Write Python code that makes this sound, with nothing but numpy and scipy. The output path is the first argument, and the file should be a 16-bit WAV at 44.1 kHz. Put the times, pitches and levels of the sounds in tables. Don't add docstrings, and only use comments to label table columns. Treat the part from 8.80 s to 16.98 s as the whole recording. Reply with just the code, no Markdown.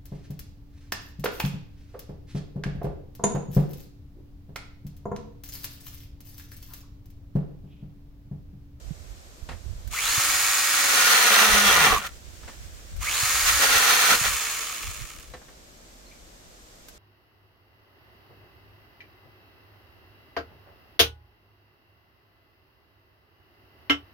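import sys
import numpy as np
from scipy import signal
from scipy.fft import rfft, irfft, next_fast_len
from scipy.io import wavfile
from scipy.ndimage import uniform_filter1d, map_coordinates

SR = 44100
rng = np.random.default_rng(int(sys.argv[2]) if len(sys.argv) > 2 else 0)


def log_audio(samples):
    frames = np.atleast_2d(samples).T
    limited = np.clip(frames, -1, 1)
    pcm = np.round(limited * 32767).astype(np.int16)
    wavfile.write(sys.argv[1], SR, pcm)


N = 360738
T = np.arange(N) / SR
FREE_SPEED, LOOP_TURNS = 95, 28 / 6


def amp(db):
    return 10 ** (np.asarray(db) / 20)


def unit(x):
    return x / np.sqrt(np.mean(x ** 2) + 1e-20)


def along(points, hz):
    f, v = np.transpose(points)
    return np.interp(np.log(hz + 1), np.log(f + 1), v)


def swell(s, half):
    return np.exp(-((T - s) / half) ** 2)


def wobble(rate):
    return map_coordinates(rng.standard_normal(int(N * rate / SR) + 4), [T * rate])


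def noise():
    return rng.standard_normal((2, N))


def filtered(x, response):
    m = next_fast_len(N + SR // 4)
    return irfft(rfft(x, m) * response(np.fft.rfftfreq(m, 1 / SR)), m)[..., :N]


def coloured(x, spectrum):
    return filtered(x, lambda hz: amp(along(spectrum, hz)))


def resonate(x, modes):
    return filtered(x, lambda f: sum((-1) ** k * amp(db) * 1j * f * w / (hz * hz - f * f + 1j * f * w)
                                     for k, (hz, w, db) in enumerate(modes)))


def spread(pair, likeness):
    turn = lambda hz: np.arccos(np.clip(along(likeness, hz), -1, 1)) / 2
    mid, side = filtered(pair, lambda hz: np.array([np.cos(turn(hz)), np.sin(turn(hz))]))
    return np.array([mid + side, mid - side])


def narrow(hz, width):
    return unit(spread(resonate(noise(), [(hz, width, 0)]), [(1000, 0.98)]))


def steady(x):
    power = np.abs(uniform_filter1d(np.mean(x ** 2, axis=0), SR // 12))
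    return x / np.sqrt(power + power.mean() / 100)


# (frequency [Hz], level [dB])
HUSH_SPECTRUM = [(24, -24), (40, -7.5), (91, -22), (162, -23.5), (255, -23), (344, -23.5), (380, -22),
                 (410, -27.5), (453, -24), (611, -23.5), (912, -29.5), (1030, -29), (2670, -33.5),
                 (6900, -32), (8600, -35.5), (9400, -44), (13000, -39.5), (15800, -51)]
# (frequency [Hz], left-right likeness [-1..1])
HUSH_LIKENESS = [(60, 0.66), (240, 0.97), (950, -0.46), (3770, 0.015), (15000, 0.032)]
# (time [s], frequency [Hz], level [dB], t60 [s])
FAR_CLINKS = [(7.26, 4200, -56, .25), (7.31, 2330, -52, .2)]
def garden():
    hush = amp(-50.5) * unit(spread(coloured(noise(), HUSH_SPECTRUM), HUSH_LIKENESS))
    clinks = sum(amp(db - 60 * np.abs(T - s) / t60) * np.clip((T - s) / 0.0046, 0, 1) * narrow(hz, 88)
                 for s, hz, db, t60 in FAR_CLINKS)
    return hush + clinks


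# (time [s], relative level [dB])
BREEZE_LEVELS = [(0.0, -60), (0.62, -44), (0.75, -49), (2.39, -65.5), (2.98, -42), (3.89, -45),
                 (4.83, -40.5), (4.94, -50), (8.18, -64)]
# (time [s], half length [s], level [dB], added right and taken from left [dB])
WIND_PUFFS = [(.2, 0.16, -40.5, 10), (0.758, .05, -39, 7.5), (0.928, 0.058, -35, 10),
              (1.098, .04, -41, 10.5), (1.265, 0.061, -44.5, 9), (1.543, 0.11, -48.5, 7),
              (2.737, 0.035, -33.5, 9), (2.925, 0.065, -38, 9.5), (3.153, 0.046, -39, 12),
              (3.504, 0.033, -37, 7), (3.835, 0.049, -40.5, 4), (4.174, 0.066, -37.5, -2),
              (4.71, 0.07, -43, -7.5), (4.92, .05, -38, 3.5), (5.472, 0.1, -45.5, 9),
              (6.079, 0.04, -35, 3.5), (6.23, 0.039, -38.5, 8), (6.454, .1, -53, -6)]
# (frequency [Hz], level [dB])
BUFFET_SPECTRUM = [(15, -11), (45, 2.5), (80, -1.5), (140, -16), (240, -32), (700, -88)]
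def wind():
    ports = np.array([[-1], [1]])
    breeze = amp(np.interp(T, *np.transpose(BREEZE_LEVELS)) - 3 + 2 * ports)
    puffs = sum(amp(db + right_db * ports) * swell(s, half) for s, half, db, right_db in WIND_PUFFS)
    lumps = amp(3.8 * np.array([wobble(14), wobble(14)]))
    return (breeze + puffs) * unit(lumps * coloured(noise(), BUFFET_SPECTRUM))


# (time [s], relative level [dB])
PLASTIC_TICKS = [(1.075, -25), (4.164, -27), (8.085, -24)]
# (time [s], relative level [dB], frequency [Hz])
HANDLING_THUMPS = [(0.107, -22.5, 151), (0.626, -25, 45), (0.862, -24.5, 65), (.93, -31, 55),
                   (1.378, -23.5, 111), (4.43, -25.5, 109), (5.412, -27, 129)]
def handling():
    out = np.zeros((2, N + SR))
    t = T[:SR // 8]
    for s, db in PLASTIC_TICKS:
        tick = 0.15 * rng.standard_normal((2, len(t))) + 0.046 * np.sin(2 * np.pi * 1550 * t)
        out[:, round(s * SR):][:, :len(t)] += amp(db - 60 * t / 0.074) * tick
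    rise = t / 0.0041
    for s, db, hz in HANDLING_THUMPS:
        thump = amp(db) * rise * np.exp(1 - rise) * np.sin(2 * np.pi * hz * t)
        out[:, round(s * SR):][:, :len(t)] += thump * amp([[-16], [2]])
    return out[:, :N]


# (time [s], relative level [dB], hollow ring offset [dB])
BOARD_KNOCKS = [(0.688, -19.5, -19), (0.716, -29.5, -13), (3.631, -30.5, -20), (3.677, -23, -19),
                (5.31, -10, -28), (5.335, -20, -8), (5.447, -21.5, -37), (6.536, -24.5, -5.5),
                (6.614, -39, -20), (6.682, -35, -13)]
# (frequency [Hz], level [dB], t60 [s])
KNOCK_MODES = [(505, 2, 0.19), (724, -3, 0.14), (1094, -4, .11), (1790, -5.5, 0.12), (2250, -29, .08),
               (3960, -2, .06)]
# (frequency [Hz], level [dB])
CLACK_SPECTRUM = [(180, -10), (300, -12), (356, -14), (844, -9.5), (1240, -13.5), (1800, -13), (2950, -20),
                  (7000, -29.5), (12000, -40), (15600, -66), (22000, -120)]
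# (frequency [Hz], left-right likeness [-1..1])
CLATTER_LIKENESS = [(200, 1), (700, 0.31), (1500, 0.59), (4000, 0.41), (8000, 0.07), (15000, 0.16)]
def knocks():
    burst, ring = np.zeros(N), np.zeros((2, N))
    t = T[:SR // 4]
    rise = 1 - np.exp(-t / .002)
    for s, db, hollow_db in BOARD_KNOCKS:
        span = slice(round(s * SR), round(s * SR) + len(t))
        burst[span] += rise * amp(db - 18) * (amp(-60 * t / 0.061) + amp(-0.5 - 60 * t / 0.21))
        for hz, mode_db, t60 in KNOCK_MODES:
            start_db = db + hollow_db + mode_db - 12 + rng.normal(0, 2.3, (2, 1))
            ring[:, span] += rise * amp(start_db - 60 * t / t60) * np.sin(2 * np.pi * hz * t)
    return ring + burst * unit(spread(coloured(noise(), CLACK_SPECTRUM), CLATTER_LIKENESS))


# (time [s], frequency [Hz], level [dB], half length [s])
STRAIN_SQUEALS = [(2.884, 3330, -27, .05), (2.99, 1934, -24, 0.036), (3.026, 1220, -25.5, 0.063),
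                  (3.13, 1137, -22.5, 0.054), (3.254, 1366, -34.5, 0.027), (5.331, 1350, -25.5, 0.014)]
# (time [s], level [dB])
SCRAPE_LEVELS = [(3.27, -57), (3.55, -54), (3.75, -49.5), (3.84, -51), (3.95, -52.5), (4.2, -50.5)]
# (frequency [Hz], level [dB])
SCRAPE_SPECTRUM = [(300, -29), (1500, 3), (4200, 0.5), (7500, 3), (10000, -7), (15000, -8)]
def strain():
    squeals = sum(amp(db) * swell(s, half) * narrow(hz, width=76) for s, hz, db, half in STRAIN_SQUEALS)
    pull = amp(np.interp(T, *np.transpose(SCRAPE_LEVELS), left=-120, right=-120))
    return squeals + pull * amp(1.7 * wobble(24.95)) * unit(coloured(noise(), SCRAPE_SPECTRUM))


# (pulled [s], released [s], relative chain level at full speed [dB])
TRIGGER_PULLS = [(1.095, 3.318, -30), (4.185, 5.35, -30.5)]
# (time [s], share of speed lost [0..1])
WOOD_LOADS = [
    [(2.0, 0), (2.22, .03), (2.55, .2), (2.88, .305), (3.05, .495), (3.15, .76), (3.21, .905), (3.27, .905),
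     (3.31, 1)],
    [(4.79, 0), (4.88, .05), (5.0, .108), (5.32, .117)],
]
def motor():
    speed, rattle, slack = np.zeros((3, N))
    spin_up, drag, friction = 460, 1.2, .28
    crawl_share = 0.19
    for (pulled, released, db), load in zip(TRIGGER_PULLS, WOOD_LOADS):
        ramp = np.maximum(T - pulled, 0) * spin_up / FREE_SPEED
        driven = ramp / (1 + ramp ** 5) ** (1 / 5)
        coast = np.maximum((1 + friction) * np.exp(-drag * np.maximum(T - released, 0)) - friction, 0)
        share = driven * coast * (1 - np.interp(T, *np.transpose(load)))
        loose = np.clip((T - released) / 0.045, 0, 1)
        taut_gain = np.clip(share / crawl_share, 0, 1) * amp(-14.5 * (1 - share))
        speed += FREE_SPEED * share
        rattle += amp(db) * ((1 - loose) * taut_gain + loose * share ** 1.14)
        slack += (share > 0) * loose
    return speed, rattle, slack


def tones(turns, orders, waver, flutter_db, rate=20):
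    out = np.zeros((2, N))
    for multiple, db in orders:
        phase = 2 * np.pi * multiple * turns + waver * wobble(rate) + rng.normal(0, 0.46, (2, 1))
        out += amp(db + flutter_db * wobble(rate)) * np.sin(phase)
    return out


def contacts(turns, fresh, uneven_db, count):
    laps = int(turns[-1] / LOOP_TURNS) + 1
    spots = (np.arange(laps)[:, None] + rng.random(count)) * LOOP_TURNS
    when = np.round(np.interp(spots.ravel(), turns, np.arange(N))).astype(int)
    repeating = np.sqrt(1 - fresh) * rng.standard_normal((2, 1, count))
    sizes = repeating + np.sqrt(fresh) * rng.standard_normal((2, laps, count))
    sizes = sizes * amp(uneven_db * rng.standard_normal((laps, count))) * (spots < turns[-1])
    return np.array([np.bincount(when, s.ravel(), N) for s in sizes])


def steel(x, ring_db, t60, dispersion):
    t = T[:SR // 16]
    tail = rng.standard_normal((2, len(t))) * amp(-60 * t / t60)
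    tail = amp(ring_db) * tail / np.linalg.norm(tail[0])
    smeared = filtered(x, lambda hz: np.exp(-1j * dispersion * np.sqrt(hz)))
    return unit(smeared + signal.fftconvolve(smeared, tail, axes=1)[:, :N])


# (frequency [Hz], gain [dB])
GEARBOX_RESPONSE = [(400, -30), (800, -8), (1100, -2), (1600, -3), (2250, 8), (2800, -3), (3400, 0),
                    (4200, 7), (4900, -5)]
def gear(speed, turns, rattle, tear):
    teeth, share = 51, speed / FREE_SPEED
    spin_up = np.clip(uniform_filter1d(np.gradient(share) * SR, SR // 30), 0, None)
    mesh = amp(-9) * share ** 8 * tones(turns, [(teeth, 0)], waver=.6, flutter_db=2.5)
    strained = amp(-15) * share * tones(turns, [(teeth, 0)], waver=1.0, flutter_db=3, rate=150)
    grind_orders = [(teeth, 0), (teeth - 6, -5), (teeth + 6, -5), (2 * teeth, -13)]
    grind = tones(turns, grind_orders, waver=1.4, flutter_db=3, rate=280)
    torque = amp(-44) * spin_up ** .6 * np.clip(speed / 18, 0, 1) ** 2 + amp(-14) * tear * (1 - share)
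    return rattle * mesh + tear * strained + coloured(torque * grind, GEARBOX_RESPONSE)


# (frequency [Hz], level [dB])
FAST_CHAIN = [(120, -62), (200, -53), (293, -14), (333, -24.5), (517, -18), (566, -21), (667, -28),
              (745, -7), (801, -11), (1180, -6), (1630, -2), (1890, -0.5), (3210, -5.5), (6780, -4.5),
              (15700, -11.5)]
SLOW_CHAIN = [(180, -50), (300, -29), (404, -41), (446, -19), (527, -22.5), (852, -21.5), (1170, -4.5),
              (1470, -14.5), (1790, -6.5), (2630, -7), (4390, -13), (6860, -9.5), (9400, -14.5),
              (15700, -17.5)]
# (frequency [Hz], width [Hz], level [dB])
HOUSING_MODES = [(1190, 510, -10), (1900, 26, -5), (4130, 66, -5), (6770, 220, 8.5), (8540, 180, -6)]
# (order [per turn], level [dB])
WHINE_ORDERS = [(3.2, -18.5), (6, -11), (8, -10.5), (9, -12), (12, -5), (12.8, -12), (14, -1), (18, -14),
                (20, 3), (22, -3), (24, -2), (26, -13), (30, -8.5), (39, -4.5)]
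WHIRR_ORDERS = [(4.8, -18), (9, -5), (15, -6.5), (18, -3), (24, -1), (33, -10), (36, -2), (42, -13)]
def chain(speed, turns, rattle, slack):
    pace = np.clip(speed / FREE_SPEED, 0, 1) ** 2
    clatter = steady(contacts(turns, fresh=.25, uneven_db=1, count=420)) + amp(-4) * noise()
    ticks = contacts(turns, fresh=.7, uneven_db=1, count=28)
    ticks = steady(steel(ticks, ring_db=12, t60=.035, dispersion=0))
    ticks = coloured(ticks, [(1000, 0), (3300, 0.16), (5000, -1)])
    clatter = steel(clatter, ring_db=-11, t60=.05, dispersion=3)
    links = spread(clatter + .25 * (1 - pace) * slack * ticks, CLATTER_LIKENESS)
    rasp = amp(5.5) * pace * unit(coloured(links, FAST_CHAIN))
    rasp += amp(7) * (1 - pace) * unit(coloured(links, SLOW_CHAIN))
    ring = amp(2) * unit(resonate(links, HOUSING_MODES))
    whine = amp(-8) * pace ** .75 * tones(turns, WHINE_ORDERS, waver=.25, flutter_db=2)
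    whirr = tones(turns, WHIRR_ORDERS, waver=.3, flutter_db=1.5)
    whirr = amp(-6.5) * coloured(whirr, [(300, -18), (850, -4.5), (1400, 0)])
    moving = uniform_filter1d(np.clip(speed / 4, 0, 1), SR // 25)
    return moving * rattle * (rasp + ring + (1 - slack) * whine + slack * whirr)


# (first touch [s], full bite [s], end [s], tearing [dB], shaking [dB])
BOARD_CUTS = [(1.9, 2.236, 3.27, -16.5, -27), (4.652, 4.93, 5.355, -19, -29.5)]
# (time [s], half length [s], tearing [dB], shaking [dB])
CUTTER_SNAGS = [(2.756, 0.073, -30, -42), (3.135, .02, -30, -26), (3.273, 0.057, -42, -45),
                (4.689, 0.024, -21.5, -58), (4.838, 0.019, -23, -30.5), (4.96, 0.016, -29, -35),
                (5.115, 0.036, -30, -41), (5.307, 0.013, -25, -28), (5.463, 0.029, -23, -42.5)]
def feed(speed):
    tear, shake = np.zeros((2, N))
    graze_db, edge_s, starve_speed = -15, 0.005, 57.4
    moving = np.clip(speed / starve_speed, 0, 1) ** 1.1
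    for (touch, bite, end, tear_db, shake_db), load in zip(BOARD_CUTS, WOOD_LOADS):
        engaged = moving * np.clip((T - touch) / edge_s, 0, 1) * np.exp(-np.maximum(T - end, 0) / edge_s)
        tear += engaged * amp(tear_db + np.interp(T, [touch, bite], [graze_db, 0]))
        shake += engaged * moving ** .5 * amp(shake_db) * np.interp(T, *np.transpose(load)) ** 0.28
    for s, half, tear_db, shake_db in CUTTER_SNAGS:
        snag = swell(s, half)
        tear += amp(tear_db) * snag
        shake += amp(shake_db) * snag
    return tear, shake


# (frequency [Hz], level [dB])
TEAR_SPECTRUM = [(350, -30), (600, -23), (766, -6), (890, -16), (1410, -1.5), (1560, -13), (1880, 0.5),
                 (2160, -9), (4200, -8.5), (4940, -13.5), (6150, -6.5), (7640, -21), (8750, -11.5),
                 (9630, -16.5), (15500, -19)]
# (frequency [Hz], left-right likeness [-1..1])
CUT_LIKENESS = [(200, 1), (640, 0.49), (1400, 0.22), (3000, 0.017), (15000, 0.2)]
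# (frequency [Hz], width [Hz], level [dB])
BAR_MODES = [(1070, 220, -8.5), (1438, 37, 6), (1905, 140, -9.5), (2343, 58, -0.5), (2710, 77, -1),
             (3220, 240, -7), (3870, 84, -14), (6120, 770, -30)]
BENDING_MODES = [(192.6, 31, -4.5), (459, 49, 0), (564, 14, 3), (738, 180, -2.5)]
# (order [per turn], level [dB])
CUTTER_ORDERS = [(3, -1), (6, -5), (9, -4), (12, -6.5), (15, -5), (18, 4), (21, 5)]
# (frequency [Hz], gain [dB])
BOARD_RADIATION = [(90, -12), (150, -2), (180, -11), (205, 3.5), (235, -18.5), (275, -11.5), (340, -14),
                   (430, -6.5), (600, -10), (1200, 0), (2500, -16)]
def cutting(speed, turns, tear, shake):
    share = speed / FREE_SPEED
    chatter = amp(0.34 * wobble(60) + 1.1 * wobble(17))
    chips = steady(contacts(turns, fresh=.4, uneven_db=1.5, count=300)) + amp(-5) * noise()
    chips = spread(steel(chips, ring_db=-12, t60=.04, dispersion=2.5), CUT_LIKENESS)
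    blows = spread(steady(contacts(turns, fresh=.3, uneven_db=1, count=84)), CUT_LIKENESS)
    tearing = amp(-3) * unit(coloured(chips, TEAR_SPECTRUM)) + amp(-9) * unit(resonate(blows, BAR_MODES))
    dulled = coloured(tearing, [(3000, -1), (5500, -10)])
    tearing = share * tearing + (1 - share) * dulled
    bending = resonate(blows, BENDING_MODES)
    bending = amp(-4.5) * unit(coloured(bending, [(80, 11), (200, 2), (900, 7.5), (2000, -23)]))
    cutters = share ** .5 * tones(turns, CUTTER_ORDERS, waver=.45, flutter_db=2, rate=45)
    growl = amp(0.5) * coloured(cutters, BOARD_RADIATION)
    slow_shake = uniform_filter1d(shake, SR // 7)
    return chatter * (tear * tearing + shake * bending + slow_shake * growl)


# (frequency [Hz], left over right [dB])
SAW_BALANCE = [(200, 0), (700, -2.5), (1300, 0.3), (2400, -0.1), (4400, -1.5), (15000, -1.5)]
def scene():
    speed, rattle, slack = motor()
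    tear, shake = feed(speed)
    turns = np.cumsum(speed) / SR
    saw = chain(speed, turns, rattle, slack) + gear(speed, turns, rattle, tear)
    saw += cutting(speed, turns, tear, shake) + strain()
    saw = filtered(saw, lambda hz: amp(np.array([[.5], [-.5]]) * along(SAW_BALANCE, hz)))
    return saw + knocks() + handling() + garden() + wind()


def record(dry):
    return filtered(dry, lambda hz: hz < 15850)


dry = scene()
out = record(dry)
log_audio(out)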